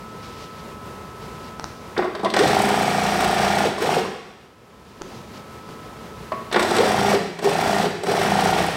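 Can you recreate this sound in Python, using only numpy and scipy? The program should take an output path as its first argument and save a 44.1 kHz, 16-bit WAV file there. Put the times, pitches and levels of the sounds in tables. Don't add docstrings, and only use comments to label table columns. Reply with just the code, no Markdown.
import sys
import numpy as np
from scipy import signal
from scipy.fft import rfft, irfft, next_fast_len
from scipy.io import wavfile
from scipy.ndimage import uniform_filter1d, map_coordinates

SR = 44100
rng = np.random.default_rng(int(sys.argv[2]) if len(sys.argv) > 2 else 0)


def generate_wav(sig):
    pcm = np.round(np.clip(np.atleast_2d(sig).T, -1, 1) * 32767).astype(np.int16)
    wavfile.write(sys.argv[1], SR, pcm)


N = 386316


def amp(db):
    return 10 ** (np.asarray(db) / 20)


def unit(x):
    return x / np.sqrt(np.mean(x ** 2) + 1e-20)


def along(points, hz):
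    f, v = np.transpose(points)
    return np.interp(np.log(hz + 1), np.log(f + 1), v)


def curve(rows):
    return np.interp(np.arange(N) / SR, *np.transpose(rows))


def wobble(rate_hz):
    return map_coordinates(rng.standard_normal(int(N * rate_hz / SR) + 4), [np.arange(N) * rate_hz / SR])


def filtered(x, response):
    m = next_fast_len(N + SR // 2)
    return irfft(rfft(x, m) * response(np.fft.rfftfreq(m, 1 / SR)), m)[..., :N]


def modes(table, f):
    return sum(amp(db) * 1j * f * w / (c * c - f * f + 1j * f * w) for c, w, db in table)


def band(f, hz, octaves):
    return np.exp(-.5 * (np.log2((f + 1) / hz) / octaves) ** 2)


def noise(spectrum):
    return unit(filtered(rng.standard_normal(N), lambda hz: amp(along(spectrum, hz))))


# (relative, per Hz)
ROOM_SPECTRUM = [(12, -57), (20, -76), (53, -3.5), (222, -1), (285, -7.5), (434, -3), (485, -5.5),
                 (678, -10.5), (1030, -10), (1190, -13), (1290, -11), (1400, -17), (1660, -16.5),
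                 (16000, -38)]


def room_tone():
    return amp(-38.9 + 0.27 * wobble(2.96) + 1.2 * wobble(14)) * noise(ROOM_SPECTRUM)


# freq_hz, level_db (relative)
HUM_PARTIALS = [(218, -57), (439, -57.5), (915, -60), (1012, -53), (1301, -47), (1445, -61)]
# time_s, gain_db
HUM_GAIN = [(0, 4), (1.55, 4.5), (1.68, 0), (5.3, -3), (5.6, 1.5), (6.5, -0.5)]


def motor_hum():
    t = np.arange(N) / SR
    waver_db = .9
    partials = sum(amp(db + 1.0 + waver_db * wobble(2.4)) * np.sin(2 * np.pi * hz * t)
                   for hz, db in HUM_PARTIALS)
    return partials * amp(curve(HUM_GAIN))


# (relative, per Hz)
WEAVE = [(1200, 1.5), (3000, 1.5), (5000, 1.5), (8000, -12), (15000, -26)]
# peak_s, level_db, swell_s (e-fold)
STROKES = [(.25, -44, 0.02), (.44, -45, 0.13), (.6, -50, 0.077), (1.23, -46, 0.013), (1.48, -46.5, 0.075),
           (4.9, -55, 0.027), (5.18, -50, 0.2), (5.375, -46, 0.047), (5.71, -53, 0.041), (5.86, -59, .06),
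           (6.08, -57, 0.063), (6.17, -60, 0.018)]
LET_GO_S, STIR_DB = 0.023, -59.5


def cloth():
    t = np.arange(N) / SR
    strokes = sum(amp(db) * np.exp(-np.where(t < s, (s - t) / swell_s, (t - s) / LET_GO_S))
                  for s, db, swell_s in STROKES)
    weave = unit(noise(WEAVE) * amp(1.2 * wobble(120)))
    return (amp(STIR_DB) + strokes) * weave


# freq_hz, t60_s
WALLS_T60 = [(100, .8), (700, .8), (2000, 1.05), (5000, 1.0), (14000, .7)]
# freq_hz, gain_db
WET_GAIN = [(100, 1), (300, 4), (600, -6.5), (2000, -1.5), (12000, -5)]
NEW_TAIL_S = .4


def walls(x):
    hop = round(NEW_TAIL_S * SR)
    x = np.pad(x, (hop + 300, 2 * hop))
    wet = np.zeros(N + 5 * hop + SR)
    fade = np.sqrt(np.hanning(2 * hop + 1)[:-1])
    for i in range(0, N + hop, hop):
        hz, t, z = signal.stft(rng.standard_normal(SR), SR, nperseg=256)
        decay = amp(-60 * t / along(WALLS_T60, hz)[:, None])
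        tail = signal.istft(z * decay, SR, nperseg=256)[1][:SR]
        tail = tail / np.linalg.norm(tail)
        wet[i:i + 2 * hop + SR - 1] += signal.fftconvolve(x[i:i + 2 * hop] * fade, tail)
    return filtered(wet[hop:hop + N], lambda f: amp(along(WET_GAIN, f)))


# start_s, bright_db, ring_db, thud_db (levels relative)
CLICKS = [(1.5968, -23.5, -19.5, -35), (1.6423, -20.5, -18.5, -39), (5.013, -46, -31, -21),
          (5.019, -20.5, -20.5, -33), (5.51, -48, -36, -44), (5.6907, -38, -28, -36)]


def clicks():
    snaps, rings, t = np.zeros(N + SR), np.zeros(N + SR), np.arange(SR // 20) / SR
    snap_t60_s, ring_t60_s, thud_t60_s = 0.0054, 0.0096, 0.029
    ring = np.sin(2 * np.pi * 880 * t) + np.sin(2 * np.pi * 1270 * t)
    thud = np.sin(2 * np.pi * 380 * t)
    for s, bright_db, ring_db, thud_db in CLICKS:
        here = slice(round(s * SR), round(s * SR) + len(t))
        snaps[here] += amp(bright_db + 6.0 - 60 * t / snap_t60_s) * rng.standard_normal(len(t))
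        rings[here] += amp(ring_db - 60 * t / ring_t60_s) * ring
        rings[here] += amp(thud_db + 0.5 - 60 * t / thud_t60_s) * thud
    return filtered(snaps[:N], lambda f: band(f, 4600, .5)) + rings[:N]


# freq_hz, width_hz, gain_db
BODY = [(405, 55, -4), (188, 32, -4), (735, 190, -2), (1420, 40, -14), (1880, 50, -10), (2280, 40, -15),
        (2580, 40, -16), (3410, 40, -10), (3550, 40, -8), (4080, 60, -7), (4760, 50, -4)]
# freq_hz, width_hz, gain_db
STEEL = [(5550, 150, -5), (8100, 350, -5)]
# freq_hz, width_hz, gain_db
LEVER = [(640, 60, -4), (1020, 40, 1), (1110, 11, 7)]
# start_s, dull_db, hard_db, bright_db, steel_db, linkage_db (levels relative)
KNOCKS = [(1.965, -27, -19.5, -57, -61, -43), (1.977, -13, -38, -20, -37.5, -51),
          (1.989, -12, -18, -38, -53, -36), (2.023, -32, -21, -42, -48, -33),
          (2.044, -19.5, -31, -38, -41, -33), (2.15, -19.5, -30, -26, -39, -36.5),
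          (2.194, -18, -30, -32, -45, -48), (2.232, -8.5, -34, -48, -36, -36),
          (2.246, -13, -30, -16.5, -29, -30), (2.258, -14, -18.5, -25, -44, -22.5),
          (2.3, -28, -30, -18.5, -32, -42), (2.338, -10, -11, -11.5, -22, -45),
          (2.364, -3.5, -10.5, -13, -19, -27), (2.389, -7.5, -11, -14, -16, -33),
          (2.434, -6.5, -27, -12.5, -27, -40), (2.475, -28, -23, -16, -19, -39),
          (3.782, -22, -32, -20, -21, -23), (4.051, -32, -34, -24, -50, -26),
          (6.32, -25.5, -27.5, -34, -44, -29.5), (6.513, -27, -26, -26.5, -50, -50),
          (6.525, -20, -20, -21, -22.5, -46), (6.542, -11, -16, -18, -43, -42),
          (6.56, -6.5, -12.5, -18.5, -31, -29), (6.594, -13, -14.5, -21, -21, -32),
          (6.626, -10.5, -22, -22, -19, -33), (6.653, -34, -37, -28, -33, -50),
          (6.708, -8, -32, -20, -23, -36), (6.764, -7.5, -17, -14, -15, -28),
          (6.783, -7, -15, -13, -19, -44), (7.388, -15, -21, -21, -24, -37),
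          (7.422, -9, -32, -32, -26, -38), (7.441, -18, -29, -31, -24, -36),
          (7.461, -7, -18, -26, -27, -46), (8.034, -6.5, -17, -25, -16, -34),
          (8.069, -4, -44, -26, -43, -33), (8.114, -2, -11, -16, -20, -34)]
# t60_s of dull, hard, bright, steel
KNOCK_T60_S = [.075, .07, .028, .04]
BRAKE_KNOCK_DB, BRAKE_BITES_S = (-4, -20, -13, -39, -36), .018
FULL = 28.917
# start_s, goal_turns_per_s
PEDAL = [(2.362, FULL), (3.6474, 0), (3.78, FULL), (3.9629, 0), (6.5184, 14.8), (6.7776, FULL), (7.1301, 0),
         (7.4112, FULL), (7.7851, 21.74), (7.8358, 0), (8.0469, FULL), (8.534, 24.26), (8.6835, 14.93)]


def knocks():
    bursts, t = np.zeros((5, N + SR)), np.arange(SR // 4) / SR
    stops = [(s + BRAKE_BITES_S, *BRAKE_KNOCK_DB) for s, goal in PEDAL if goal == 0]
    attack = 1 - np.exp(-t / 0.0022)
    fades = amp(-60 * t / np.array(KNOCK_T60_S)[:, None]) * attack
    for s, *levels_db, linkage_db in list(KNOCKS) + stops:
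        i = round(s * SR)
        burst = rng.standard_normal(len(t)) * fades
        bursts[:4, i:i + len(t)] += amp(levels_db)[:, None] * burst
        bursts[4, i] = amp(linkage_db)

    def paths(f):
        return [amp(24.5) * band(f, 374, 0.76) * (modes(BODY, f) + amp(-21)),
                amp(16.0) * band(f, 1560, 0.46) * (modes(BODY, f) + amp(-4)),
                amp(12.5) * band(f, 3700, 0.34) + 0j,
                amp(16.5) * band(f, 5500, 0.74) * (modes(STEEL[1:], f) + amp(-12.5)),
                amp(60) * band(f, 570, 0.84) * modes(LEVER, f)]

    return filtered(bursts[:, :N], paths).sum(0)


SPEED_UP_S, BRAKE_S = .0508, .0304


def shaft():
    t, speed = np.arange(N) / SR, np.zeros(N)
    for s, goal in PEDAL:
        i = round(s * SR)
        lag_s = SPEED_UP_S if goal > speed[i] else BRAKE_S
        speed[i:] = goal + (speed[i] - goal) * np.exp(-(t[i:] - s) / lag_s)
    return uniform_filter1d(speed, size=500)


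# turn_part, level_db (relative), centre_hz, spread_octaves, scatter_db, chatter_s
CONTACTS = [(-.01, 4, 740, .27, 1, 0), (.23, -13, 360, .3, 1.5, 0), (.44, -7.5, 450, .4, 1.5, 0),
            (.53, -11.5, 700, .25, 1.2, 0), (.34, -14, 1400, .3, 1.2, 0), (.24, -15, 2300, .5, 2, .003),
            (.45, -20, 9200, .5, 4, .003), (.79, -18, 4800, .7, 2.5, .003), (.64, -26, 8100, .3, 2.5, .004)]


def contacts(turns, pace):
    out = np.zeros(N)
    for part, db, hz, octaves, scatter_db, chatter_s in CONTACTS:
        at = np.flatnonzero(np.diff(np.floor(turns - part)) > 0)
        blows = np.zeros(N)
        blows[at] = amp(scatter_db * rng.standard_normal(len(at))) * pace[at] ** 0.58
        if chatter_s:
            decay = np.exp(-1 / (chatter_s * SR))
            blows = signal.lfilter([1], [1, -decay], blows) * rng.standard_normal(N)
        rung = filtered(blows, lambda f: band(f, hz, octaves) * (modes(BODY + STEEL, f) + amp(-8.5)))
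        out += amp(db + 6) * unit(rung)
    return out


# shaft_multiple, level_db (relative)
SHAKE = [(2, -21), (3, -16), (4, -15), (5, -13), (6, -3.5), (7, -2.5), (8, -15), (9, -11), (12, -9),
         (17, -9)]


def table_shake(turns, pace):
    shake = sum(amp(db) * np.cos(2 * np.pi * k * (turns - .25)) for k, db in SHAKE)
    return amp(8.0 + 0.13 * wobble(3.9)) * shake * pace ** 3


# shaft_multiple, level_db (relative)
MESH = [(42, -11), (48, -12), (49, -4), (50, -13), (57, -13), (65, -12), (79, -17), (84, -18)]


def tooth_mesh(turns, pace):
    mesh = sum(amp(db + 0.68 * wobble(3.2)) * np.cos(2 * np.pi * (k * turns + rng.random()))
               for k, db in MESH)
    return amp(6.5) * mesh * pace ** 3


# (relative, per Hz)
RATTLE = [(24, -62), (45, -25), (70, -12), (140, -10), (195, -4), (290, -13), (410, -3), (530, -8),
          (730, -4.5), (1100, -8), (1900, -12), (5500, -22), (9000, -30), (16000, -38)]


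def thread_scrape(turns, pace):
    gate = amp(1.6 * np.cos(2 * np.pi * (turns - .5)) + 2 * wobble(150) + .8 * wobble(25))
    scrape = filtered(noise(RATTLE), lambda f: 1 + amp(5) * abs(modes(BODY[3:] + STEEL, f)))
    return amp(14) * unit(scrape * gate) * np.clip(pace * 1.7, 0, 1)


POLES = 24
PULL_DB, BRAKE_DB = 1.5, 4.5


def servo_whine(turns, pace):
    push = np.gradient(pace) * SR
    pull, brake = np.clip(push * SPEED_UP_S, 0, 1), np.clip(-push * BRAKE_S, 0, 1)
    torque = amp(PULL_DB) * pull ** .75 + amp(BRAKE_DB) * brake ** 1.4
    whine = np.sin(2 * np.pi * POLES * turns + .5 * wobble(120)) * torque * amp(1.5 * wobble(70))
    return filtered(whine, lambda f: band(f, 490, .4) * (modes(BODY[:1], f) + amp(-6)))


# time_s, gain_db
MECHANISM_LEVEL = [(2.35, -33.5), (2.6, -30), (3.5, -27.5), (3.65, -27.5), (3.9, -27.5), (6.55, -40.5),
                   (6.7, -35), (6.85, -33), (7.1, -30), (7.5, -29.5), (7.8, -28), (8.15, -28), (8.6, -27.5),
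                   (8.76, -33.5)]
PARKED_TURN = .4545


def machine():
    speed = shaft()
    turns = PARKED_TURN + np.cumsum(speed) / SR
    pace = np.abs(speed) / FULL
    mechanism = contacts(turns, pace) + table_shake(turns, pace)
    mechanism += tooth_mesh(turns, pace) + thread_scrape(turns, pace)
    return amp(curve(MECHANISM_LEVEL)) * mechanism + servo_whine(turns, pace)


def scene():
    background = room_tone() + motor_hum() + cloth()
    snaps = clicks()
    near = knocks() + machine()
    return (near + snaps + walls(near + amp(-3) * snaps) + background)[None]


TOP_HZ = 15830


def record(dry):
    window = round(.72 * SR)
    power = np.cumsum(np.pad(dry[0] ** 2, (window, 0), mode="symmetric"))
    level_db = 10 * np.log10(np.abs(power[window:] - power[:-window]) / window + 1e-12)
    cut_db = 0.42 * np.clip(level_db + 36.5, 0, None)
    lag = np.exp(-1 / (.16 * SR))
    cut_db = signal.lfilter([1 - lag], [1, -lag], cut_db)
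    x = dry * amp(-cut_db)
    x = x / (1 + np.abs(x / .7) ** 4) ** (1 / 4)
    return filtered(x, lambda hz: hz < TOP_HZ)


dry = scene()
out = record(dry)
generate_wav(out)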